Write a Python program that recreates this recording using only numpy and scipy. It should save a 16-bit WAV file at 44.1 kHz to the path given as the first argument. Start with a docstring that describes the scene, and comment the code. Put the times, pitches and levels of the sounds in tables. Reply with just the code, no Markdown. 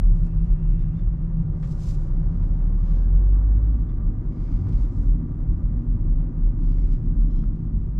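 """A three-cylinder petrol engine, heard inside a small car creeping along a city street, windows shut.
Its low orders boom through the body as it pulls from 2 to 3.8 s, then it eases off. Bumps rock the body;
the tyres drum on the floor and roar at the tread. Thin whines come and go, the trim ticks, rattles and
squeaks, a palm rubs the wheel, clothes rustle, and a brief, faint, whistly hiss sounds at 7.3 s.
Behind it all, vents blow and a far brake sings."""
import sys
import numpy as np
from scipy import signal
from scipy.fft import rfft, irfft, next_fast_len
from scipy.io import wavfile
from scipy.ndimage import uniform_filter1d

SR = 44100
rng = np.random.default_rng(int(sys.argv[2]) if len(sys.argv) > 2 else 0)


def file_out(sig):
    """Save sig as 16-bit WAV at sys.argv[1]."""
    # one column per channel
    cols = np.atleast_2d(sig).T
    # limit, then scale
    lim = np.clip(cols, -1, 1)
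    pcm = np.round(lim * 32767).astype(np.int16)
    wavfile.write(sys.argv[1], SR, pcm)


N = 352359

# (time [s], firing rate [Hz], load [dB])
ENGINE_RUN = [(0, 37, -18), (.45, 33.8, -18.5), (1, 33.7, -18), (1.5, 32, -18), (1.9, 30.6, -14),
              (2.12, 30.8, -5.5), (2.39, 36.7, -6.5), (2.87, 37.6, -6), (3.21, 45.8, 0.5),
              (3.75, 52.8, -3.5), (3.86, 56.4, -18.5), (4.2, 51.2, -32), (8, 50.7, -32.5)]
# (multiple of the three-firing cycle, base level [dB], load slope [dB/dB])
ENGINE_ORDERS = [(3, -11.5, 0.9), (4, -33, 0.62), (5, -37.5, 0.74), (6, -28.5, 0.54), (12, -50.5, 0),
                 (14, -45, -0.25), (15, -44, -0.24)]
# (time [s], level [dB])
BODY_SHAKE = [(0, -19), (1, -28), (1.7, -27), (2.3, -28.5), (3.6, -30.5), (3.9, -24.5), (4.35, -27),
              (4.7, -27.5), (5.3, -28.5), (5.7, -23), (6.1, -24.5), (7.2, -29.5), (8, -23)]
# (time [s], relative level [dB], width [s], rocking frequency [Hz])
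BODY_BUMPS = [(0.103, -14, 0.038, 36.5), (0.524, -21, 0.021, 42.5), (0.688, -14, 0.035, 37.4),
              (0.795, -16, 0.076, 33.5), (1.085, -15.5, 0.021, 42.7), (4.081, -12.5, 0.022, 38.7),
              (4.547, -10.5, 0.017, 37.64), (4.759, -12.5, 0.016, 40), (4.823, -12.5, 0.028, 43.5),
              (4.994, -14.9, 0.019, 36.7), (5.113, -10.5, 0.042, 40.02), (5.412, -16, 0.028, 38.5),
              (5.499, -12, 0.017, 44.5), (5.889, -16.5, 0.052, 42.96), (6.006, -13.5, 0.021, 40.47),
              (6.151, -12.5, 0.074, 34.5), (6.279, -15, 0.035, 38.8), (6.462, -13.5, 0.056, 36.5),
              (6.692, -14.5, 0.081, 37.3), (6.85, -10.5, 0.015, 39), (6.937, -11.5, 0.035, 34.4),
              (7.088, -16.5, 0.032, 35), (7.215, -10.5, 0.044, 39), (7.365, -12.5, 0.03, 34),
              (7.481, -12, 0.03, 39), (7.667, -19.5, 0.02, 35.7), (7.765, -12.5, 0.015, 35.5),
              (7.867, -18.5, 0.02, 35.7)]
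# (time [s], relative deep level [dB], relative upper level [dB])
FLOOR_LEVELS = [(0, -25.5, -29.5), (.6, -27, -30.5), (1.2, -29, -25), (1.797, -30, -27),
                (2.6, -28.5, -27.5), (3.099, -31.5, -30), (3.6, -31.5, -34.5), (4.1, -27.5, -29.5),
                (4.901, -25.5, -29), (5.3, -29, -28.5), (5.7, -25, -30), (6.3, -29.5, -29),
                (6.799, -27, -31.5), (7.35, -28.5, -28.5), (8, -28, -29)]
# (time [s], relative cavity level [dB], relative tread level [dB])
TYRE_LEVELS = [(0, -45.5, -56), (1.1, -45, -58.5), (1.7, -46.5, -55), (2.5, -42.5, -55.5),
               (3.1, -43, -53.5), (3.7, -39, -55), (4.1, -40, -56.5), (4.9, -38, -54), (5.3, -38.5, -57),
               (5.7, -39.5, -56), (6.3, -38.5, -56), (6.8, -38.5, -58), (7.35, -39, -58), (8, -45, -60)]
# (pitch [Hz], level [dB], peak time [s], width [s], glide [Hz/s], jitter [fraction of pitch])
WHINE_TONES = [(88, -34, 5.65, .17, 0, .004), (213, -37, 7.45, .3, -10, .003),
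               (236, -43, 5.0, .25, 0, .012), (235, -38, 5.75, .13, 0, .006), (256, -43, 3.7, .17, 0, .003),
               (277, -41, 4.95, .35, 0, .004), (284, -40, 7.3, .14, 0, .003),
               (341, -52, 1.85, .35, 0, .003), (565, -63, 2.45, .3, 0, .006),
               (778, -65.5, 3.0, 1.0, 0, .005), (1176, -66.5, 4.2, 1.7, 0, .007),
               (1610, -71, 3.1, .42, 0, .009)]
# (time [s], level [dB], brightness [Hz], T60 [s])
TICKS = [(1.627, -52, 1900, 0.2), (1.675, -62, 7500, .04), (2.355, -72.5, 3630, 0.051),
         (2.43, -57.5, 1600, 0.1), (3.172, -63, 2200, 0.072), (3.659, -68.5, 2364, 0.079),
         (3.799, -65.5, 2600, .05), (4.099, -76, 4550, .05), (4.521, -65, 4500, 0.041),
         (4.67, -53, 1210, 0.045), (4.685, -63, 6030, 0.079), (4.727, -60.5, 4500, 0.09),
         (4.811, -69, 6000, .04), (4.833, -63.5, 4000, .04), (4.85, -60, 4500, .03),
         (5.405, -78, 6500, 0.12), (5.707, -77.5, 6500, 0.037), (6.049, -74, 4000, .06),
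         (6.781, -59, 2500, 0.084), (7.058, -70, 6500, 0.033), (7.211, -64.5, 6000, 0.041),
         (7.212, -58, 1600, 0.038), (7.556, -71.5, 6600, .045), (7.583, -79, 6500, 0.034),
         (7.628, -73, 5970, .05), (7.769, -70.5, 5500, .05)]
# (frequency [Hz], relative level [dB], T60 [s])
TRIM_KNOCK_MODES = [(1230, -5, 0.028), (1308, -2.5, 0.033), (1460, -19, .025)]
# (peak time [s], rise [s], fall [s], relative level [dB], hollow share [0-1])
CLOTH_DRAGS = [(0.251, 0.26, 0.35, -81.5, 0.43), (2.35, 0.69, 0.32, -80.5, 0.28),
               (2.938, 0.098, 0.079, -72, 0.27), (4.52, 0.14, 0.11, -70, 0.82),
               (4.769, 0.062, 0.087, -69, 0.8), (6.679, 0.06, 0.097, -74, 0.37),
               (6.83, 0.027, 0.12, -75, 0.83), (6.927, 0.0092, .02, -71.5, 0)]

# Envelopes: (peak time [s], rise [s], fall [s], level [dB])
PALM_STROKES = [(.168, 0.017, 0.034, -73.5), (.262, 0.018, .014, -69.5), (.46, 0.029, 0.027, -78),
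                (1.64, 0.016, 0.04, -70), (1.718, 0.0074, 0.011, -58.5), (1.83, 0.035, 0.033, -60),
                (1.7, 0.072, 0.099, -68.5), (1.895, 0.047, 0.041, -57), (2.02, 0.069, .055, -69.5),
                (2.5, 0.17, .12, -80), (2.645, 0.014, .015, -75.5), (4.812, 0.02, 0.023, -69),
                (5.008, 0.11, 0.072, -71), (6.93, 0.011, 0.017, -73.5)]
SQUEAK_STROKES = [(.814, .02, .035, -69.5), (.985, .028, .03, -70), (3.898, .02, .025, -73.5)]
WHISTLY_HISS_STROKES = [(7.315, .012, .02, -74.5), (7.375, .03, .05, -71.5)]
BRAKE_STROKES = [(.27, .04, .17, -74), (.68, 0.19, 0.25, -71.5), (1.3, .2, .2, -83)]

# Resonances: (frequency at peak level [Hz], relative level [dB], width [Hz])
SQUEAK_MODES = [(1650, 0, 400), (2080, 0, 200), (3580, -2, 100), (5080, -12, 300)]
WHISTLY_HISS_MODES = [(3180, 1, 200), (4020, -4, 260), (5320, -1, 130), (6250, -9, 180), (6650, -9, 180)]

# Noise spectra: (frequency [Hz], relative density [dB])
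CLATTER_SPECTRUM = [(300, -8), (550, -1.5), (1100, 1.5), (1650, -2.5), (2200, -27.5), (3200, -17),
                    (6000, -33.5)]
BODY_SPECTRUM = [(12, -19), (20, -3), (24, 1), (28, 1.5), (35, 8.5), (43, 10), (50, 4.5), (58, -10.5),
                 (80, -44.5)]
FLOOR_SPECTRUM = [(55, -25.5), (63, -10), (72, -2.5), (79, -6.5), (87, 6), (97, -4), (109, 1), (126, -4),
                  (150, -0.5), (166, 0), (186, -12), (240, -27), (400, -53.5)]
CAVITY_SPECTRUM = [(170, -28), (195, -8), (222, 2), (238, 1), (258, -3.5), (278, -3), (297, -2.5),
                   (312, -9), (325, -9), (355, -12.5), (390, -23), (600, -49)]
PANEL_SPECTRUM = [(290, -17), (330, -1), (350, -2.5), (372, -2.5), (400, -16)]
TREAD_SPECTRUM = [(280, -12.5), (400, -6), (445, 1.5), (485, -3), (545, 1), (610, -5), (700, -8.5),
                  (775, -4.5), (840, -13.5), (915, -6.5), (1080, -10.5), (1200, -8), (1330, -15),
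                  (1450, -15), (1750, -21), (2060, -22), (2600, -41), (3400, -49.5)]
PALM_SPECTRUM = [(1500, -10), (2400, -5), (3300, -7), (3950, -3.5), (4400, -4), (5200, -2), (6400, -3.5),
                 (7400, -4), (8100, -6), (8900, -13), (13000, -17.5)]
DRY_CLOTH_SPECTRUM = [(900, 3.5), (1250, 8.5), (1650, -2), (2300, 3), (3000, 3), (4100, -1), (4800, 1),
                      (6200, -2.5), (7600, -7.5), (9000, -17.5), (13000, -24.5)]
HOLLOW_CLOTH_SPECTRUM = [(800, 11.5), (1200, 11.5), (1500, 9.5), (1800, -3), (2150, 10.5), (2650, -0.5),
                         (4100, -5), (4450, -2.5), (4720, 4), (5200, -2.5), (6200, -5), (7600, -10.5),
                         (9000, -14), (13000, -35)]
VENT_SPECTRUM = [(200, -1), (1500, 0), (2600, -2.5), (4000, -10.5), (7300, -10.5), (9000, -21.5),
                 (13000, -31.5)]
STREET_SPECTRUM = [(1500, 2), (2100, 0.5), (2900, -3.5), (3600, -18), (4500, -24)]

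# (frequency [Hz], left-right correlation [0-1])
CABIN_CORRELATION = [(55, .9998), (100, .9988), (200, .985), (350, .955), (420, .83), (600, .82),
                     (1100, .73), (2000, .52), (5000, .68), (10000, .45)]


def from_db(db):
    """Decibels to gain."""
    return 10 ** (np.asarray(db) / 20)


def unit_rms(x):
    """Scale to RMS 1."""
    return x / np.sqrt(np.mean(x ** 2) + 1e-20)


def time_s():
    """Time of every sample."""
    return np.arange(N) / SR


def curves(rows):
    """Each column after time, interpolated per sample."""
    times_s, *columns = np.transpose(rows)
    return [np.interp(time_s(), times_s, column) for column in columns]


def at_hz(points, hz):
    """Interpolate over log frequency."""
    known_hz, values = np.transpose(points)
    return np.interp(np.log(hz + 1e-3), np.log(known_hz), values)


def drift(rate_hz):
    """Random wander of RMS 1, low-passed at rate_hz."""
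    hop, warmup = 40, 2000
    pole = np.exp(-2 * np.pi * rate_hz * hop / SR)
    noise = rng.standard_normal(N // hop + warmup + 2)
    slow = signal.lfilter([1], [1, -2 * pole, pole * pole], noise)[warmup:]
    return np.interp(np.arange(N) / hop, np.arange(len(slow)), unit_rms(slow))


def cabin_noise(spectrum):
    """Shaped stereo noise of RMS 1; long waves reach both sides alike."""
    size = next_fast_len(N)
    hz = np.arange(size // 2 + 1) * SR / size
    octaves_outside = np.abs(np.log2((hz + 1) / np.clip(hz + 1, spectrum[0][0], spectrum[-1][0])))
    gain = from_db(at_hz(spectrum, hz) - 36 * octaves_outside)
    correlation = np.clip(at_hz(CABIN_CORRELATION, hz), 0, 1)
    white = rfft(rng.standard_normal((2, size)))
    mid, side = irfft(white * gain * np.sqrt([1 + correlation, 1 - correlation]), size)[:, :N]
    return unit_rms(np.array([mid + side, mid - side]))


def steady(x, span_s):
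    """Divide by the running RMS."""
    power = uniform_filter1d(np.mean(x ** 2, axis=0), int(span_s * SR))
    return x / np.sqrt(uniform_filter1d(power, int(span_s * SR / 2)) + 1e-9)


def split(x, hz):
    """Parts below and above hz."""
    low = signal.sosfiltfilt(signal.butter(4, hz, fs=SR, output="sos"), x)
    return low, x - low


def swell(peak_s, width_s):
    """Gaussian envelope."""
    return np.exp(-.5 * np.minimum(((time_s() - peak_s) / width_s) ** 2, 100))


def strokes(rows):
    """Envelope of strokes that rise and fall; powers add."""
    power = 0
    for peak_s, rise_s, fall_s, db in rows:
        shape = np.where(time_s() < peak_s, swell(peak_s, rise_s), swell(peak_s, fall_s))
        power += (from_db(db) * shape) ** 2
    return np.sqrt(power)


def resonant_strokes(rows, modes, bend, rasp_db):
    """Noisy resonances that bend up with level, over a dry rasp."""
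    level = strokes(rows)
    strength = np.sqrt(level / level.max())
    ringing = 0
    for hz, db, width_hz in modes:
        pitch_hz = hz * (1 + bend * (strength - 1))
        side_offset_rad = rng.uniform(-.48, .38) * np.array([[1], [-1]])
        phase = 2 * np.pi * np.cumsum(pitch_hz) / SR + side_offset_rad
        ringing += from_db(db) * (drift(width_hz) * np.cos(phase) + drift(width_hz) * np.sin(phase))
    flutter_db = 1.8 * drift(110)
    rasp = from_db(rasp_db) * cabin_noise(DRY_CLOTH_SPECTRUM)
    return level * from_db(flutter_db) * (unit_rms(ringing) + rasp)


def lean_left(x, db):
    """Left up, right down, by db each."""
    return x * from_db([[db], [-db]])


def engine():
    """Low orders pass the body and excite a cabin air resonance; each firing pulses the clatter."""
    hum_hz, hum_width_hz, hum_gain_db = 159.4, 11, 10
    body_edge_hz, body_db_per_octave = 185, 26
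    firing_hz, load_db = curves(ENGINE_RUN)
    cycle_hz = (firing_hz + .2 * drift(10)) / 3
    phase = 2 * np.pi * np.cumsum(cycle_hz) / SR
    tones = 0
    for order, base_db, load_slope in ENGINE_ORDERS:
        hz = order * cycle_hz
        hum_db = hum_gain_db * np.exp(-.5 * ((hz - hum_hz) / hum_width_hz) ** 2)
        flutter_db = .11 * order * drift(20)
        loss_db = body_db_per_octave * np.log2(np.maximum(hz / body_edge_hz, 1))
        level_db = base_db + load_slope * load_db + hum_db + flutter_db - loss_db
        tones += from_db(level_db) * np.sin(order * phase)
    firing_pulse = 1 + .5 * np.cos(3 * phase)
    clatter = from_db(.33 * load_db - 64.5) * cabin_noise(CLATTER_SPECTRUM) * firing_pulse
    return tones, clatter


def body_boom():
    """The body rocks on its springs: a continuous shake that rises and falls, plus a few cycles per bump."""
    shake_db, = curves(BODY_SHAKE)
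    out = from_db(shake_db + 2 * drift(13)) * steady(cabin_noise(BODY_SPECTRUM), span_s=.18)
    for peak_s, db, width_s, hz in BODY_BUMPS:
        phase = 2 * np.pi * hz * (time_s() - peak_s) + rng.uniform(0, 2 * np.pi)
        out += from_db(db - .64) * swell(peak_s, width_s) * np.sin(phase)
    return out


def tyres():
    """The road drums the floor, rings the tyre air and a panel, and roars under the tread."""
    cavity_db, tread_db = curves(TYRE_LEVELS)
    floor_bands = split(steady(cabin_noise(FLOOR_SPECTRUM), span_s=.97), hz=128)
    floor = sum(band * from_db(db - 1 + 1.3 * drift(12))
                for band, db in zip(floor_bands, curves(FLOOR_LEVELS)))
    cavity_bands = split(steady(cabin_noise(CAVITY_SPECTRUM), span_s=.81), hz=255)
    cavity = sum(band * from_db(cavity_db - 1 + 1.3 * drift(14)) for band in cavity_bands)
    panel = from_db(-52) * cabin_noise(PANEL_SPECTRUM)
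    asphalt_grain_db = drift(23)
    tread = from_db(tread_db + 1.22 + asphalt_grain_db) * cabin_noise(TREAD_SPECTRUM)
    return floor + cavity + panel, tread


def whines():
    """Thin tones and low hums swell and fade, wavering in pitch and level."""
    side_offset_s = np.array([[5e-5], [-5e-5]])
    out = 0
    for hz, db, peak_s, width_s, glide_hz_per_s, jitter in WHINE_TONES:
        pitch_hz = hz * (1 + jitter * drift(40)) + glide_hz_per_s * (time_s() - peak_s)
        phase = 2 * np.pi * (np.cumsum(pitch_hz) / SR + hz * side_offset_s)
        out += from_db(db + 3.2 * drift(4)) * swell(peak_s, width_s) * np.sin(phase)
    return out


def ticks():
    """Short ticks: broad bursts, some from plastic panels as the body flexes, some catches of hand and cloth;
    and one ringing knock."""
    knock_s, knock_db = 7.438, -46.5
    out = np.zeros((2, N))
    age_s = np.arange(SR // 5) / SR
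    for start_s, db, hz, t60_s in TICKS:
        band = signal.butter(1, [hz / 3.4, hz * 1.3], "band", fs=SR, output="sos")
        mid, side = signal.sosfilt(np.vstack([band, band]), rng.standard_normal((2, len(age_s))))
        burst = unit_rms(np.array([mid + .5 * side, mid - .5 * side]))
        start = int(start_s * SR)
        out[:, start:start + len(age_s)] += from_db(db - 60 * age_s / t60_s) * burst
    start = int(knock_s * SR)
    for hz, db, t60_s in TRIM_KNOCK_MODES:
        decay = from_db(knock_db + db - 60 * age_s / t60_s)
        out[:, start:start + len(age_s)] += decay * np.sin(2 * np.pi * hz * age_s)
    return out


def palm_rub():
    """Skin slides over the leather rim: grainy hiss."""
    return from_db(1.5 * drift(120)) * strokes(PALM_STROKES) * cabin_noise(PALM_SPECTRUM)


def clothes():
    """Fabric drags as the driver moves; each stroke blends dry and hollow noise."""
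    dry, hollow = cabin_noise(DRY_CLOTH_SPECTRUM), cabin_noise(HOLLOW_CLOTH_SPECTRUM)
    out = 0
    for *stroke, hollow_share in CLOTH_DRAGS:
        blend = np.sqrt(1 - hollow_share) * dry + np.sqrt(hollow_share) * hollow
        out += strokes([stroke]) * blend
    grain_db = 1.3 * drift(150)
    return out * from_db(6.5 + grain_db)


def squeaks():
    """Trim sticks and slips: short squeaks, arching in pitch."""
    return resonant_strokes(SQUEAK_STROKES, SQUEAK_MODES, bend=.1, rasp_db=-5.5)


def whistly_hiss():
    """Brief, faint hiss with near-steady resonances."""
    return resonant_strokes(WHISTLY_HISS_STROKES, WHISTLY_HISS_MODES, bend=.024, rasp_db=-2.5)


def rattles():
    """Loose plastic touches at random: faint, bright bursts."""
    touches_per_s, t60_s = 9, .05
    touches = (rng.random(N) < touches_per_s / SR) * rng.uniform(.3, 1, N)
    pole = from_db(-60 / (t60_s * SR))
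    envelope = signal.lfilter([1], [1, -pole], touches + 1e-18)
    bright_noise = cabin_noise([(2500, .5), (7000, -2.5), (9000, -11), (13000, -16.5)])
    return from_db(-78) * envelope * bright_noise


def vents():
    """Soft, slightly wavering airflow."""
    return from_db(-74.5 + drift(5)) * cabin_noise(VENT_SPECTRUM)


def street():
    """A far brake sings through the glass, its rough pitch rising and settling, over a brief rush."""
    start_hz, rise_hz, settle_s = 2484, 244, .29
    pitch_hz = start_hz + rise_hz * (1 - np.exp(-time_s() / settle_s)) + 22 * drift(220)
    tone = np.sin(2 * np.pi * np.cumsum(pitch_hz) / SR + np.array([[.5], [-.5]]))
    brake = strokes(BRAKE_STROKES) * from_db(1.5 * drift(25)) * tone
    rush = from_db(-71) * swell(peak_s=.68, width_s=.38) * cabin_noise(STREET_SPECTRUM)
    return brake + rush


def scene():
    """Bass near centre; higher sounds lean to the left window, the palm most."""
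    engine_tones, clatter = engine()
    rumble, tread = tyres()
    upper = clatter + tread + vents() + whines() + street()
    upper += squeaks() + whistly_hiss() + clothes() + ticks() + rattles()
    bass = engine_tones + body_boom() + lean_left(rumble, db=.18)
    return bass + lean_left(upper, db=.75) + lean_left(palm_rub(), db=1.8)


def record(dry):
    """Steep elliptic low-pass."""
    cutoff_hz = 13600
    return signal.sosfilt(signal.ellip(10, .1, 80, cutoff_hz, fs=SR, output="sos"), dry)


dry = scene()
out = record(dry)
file_out(out)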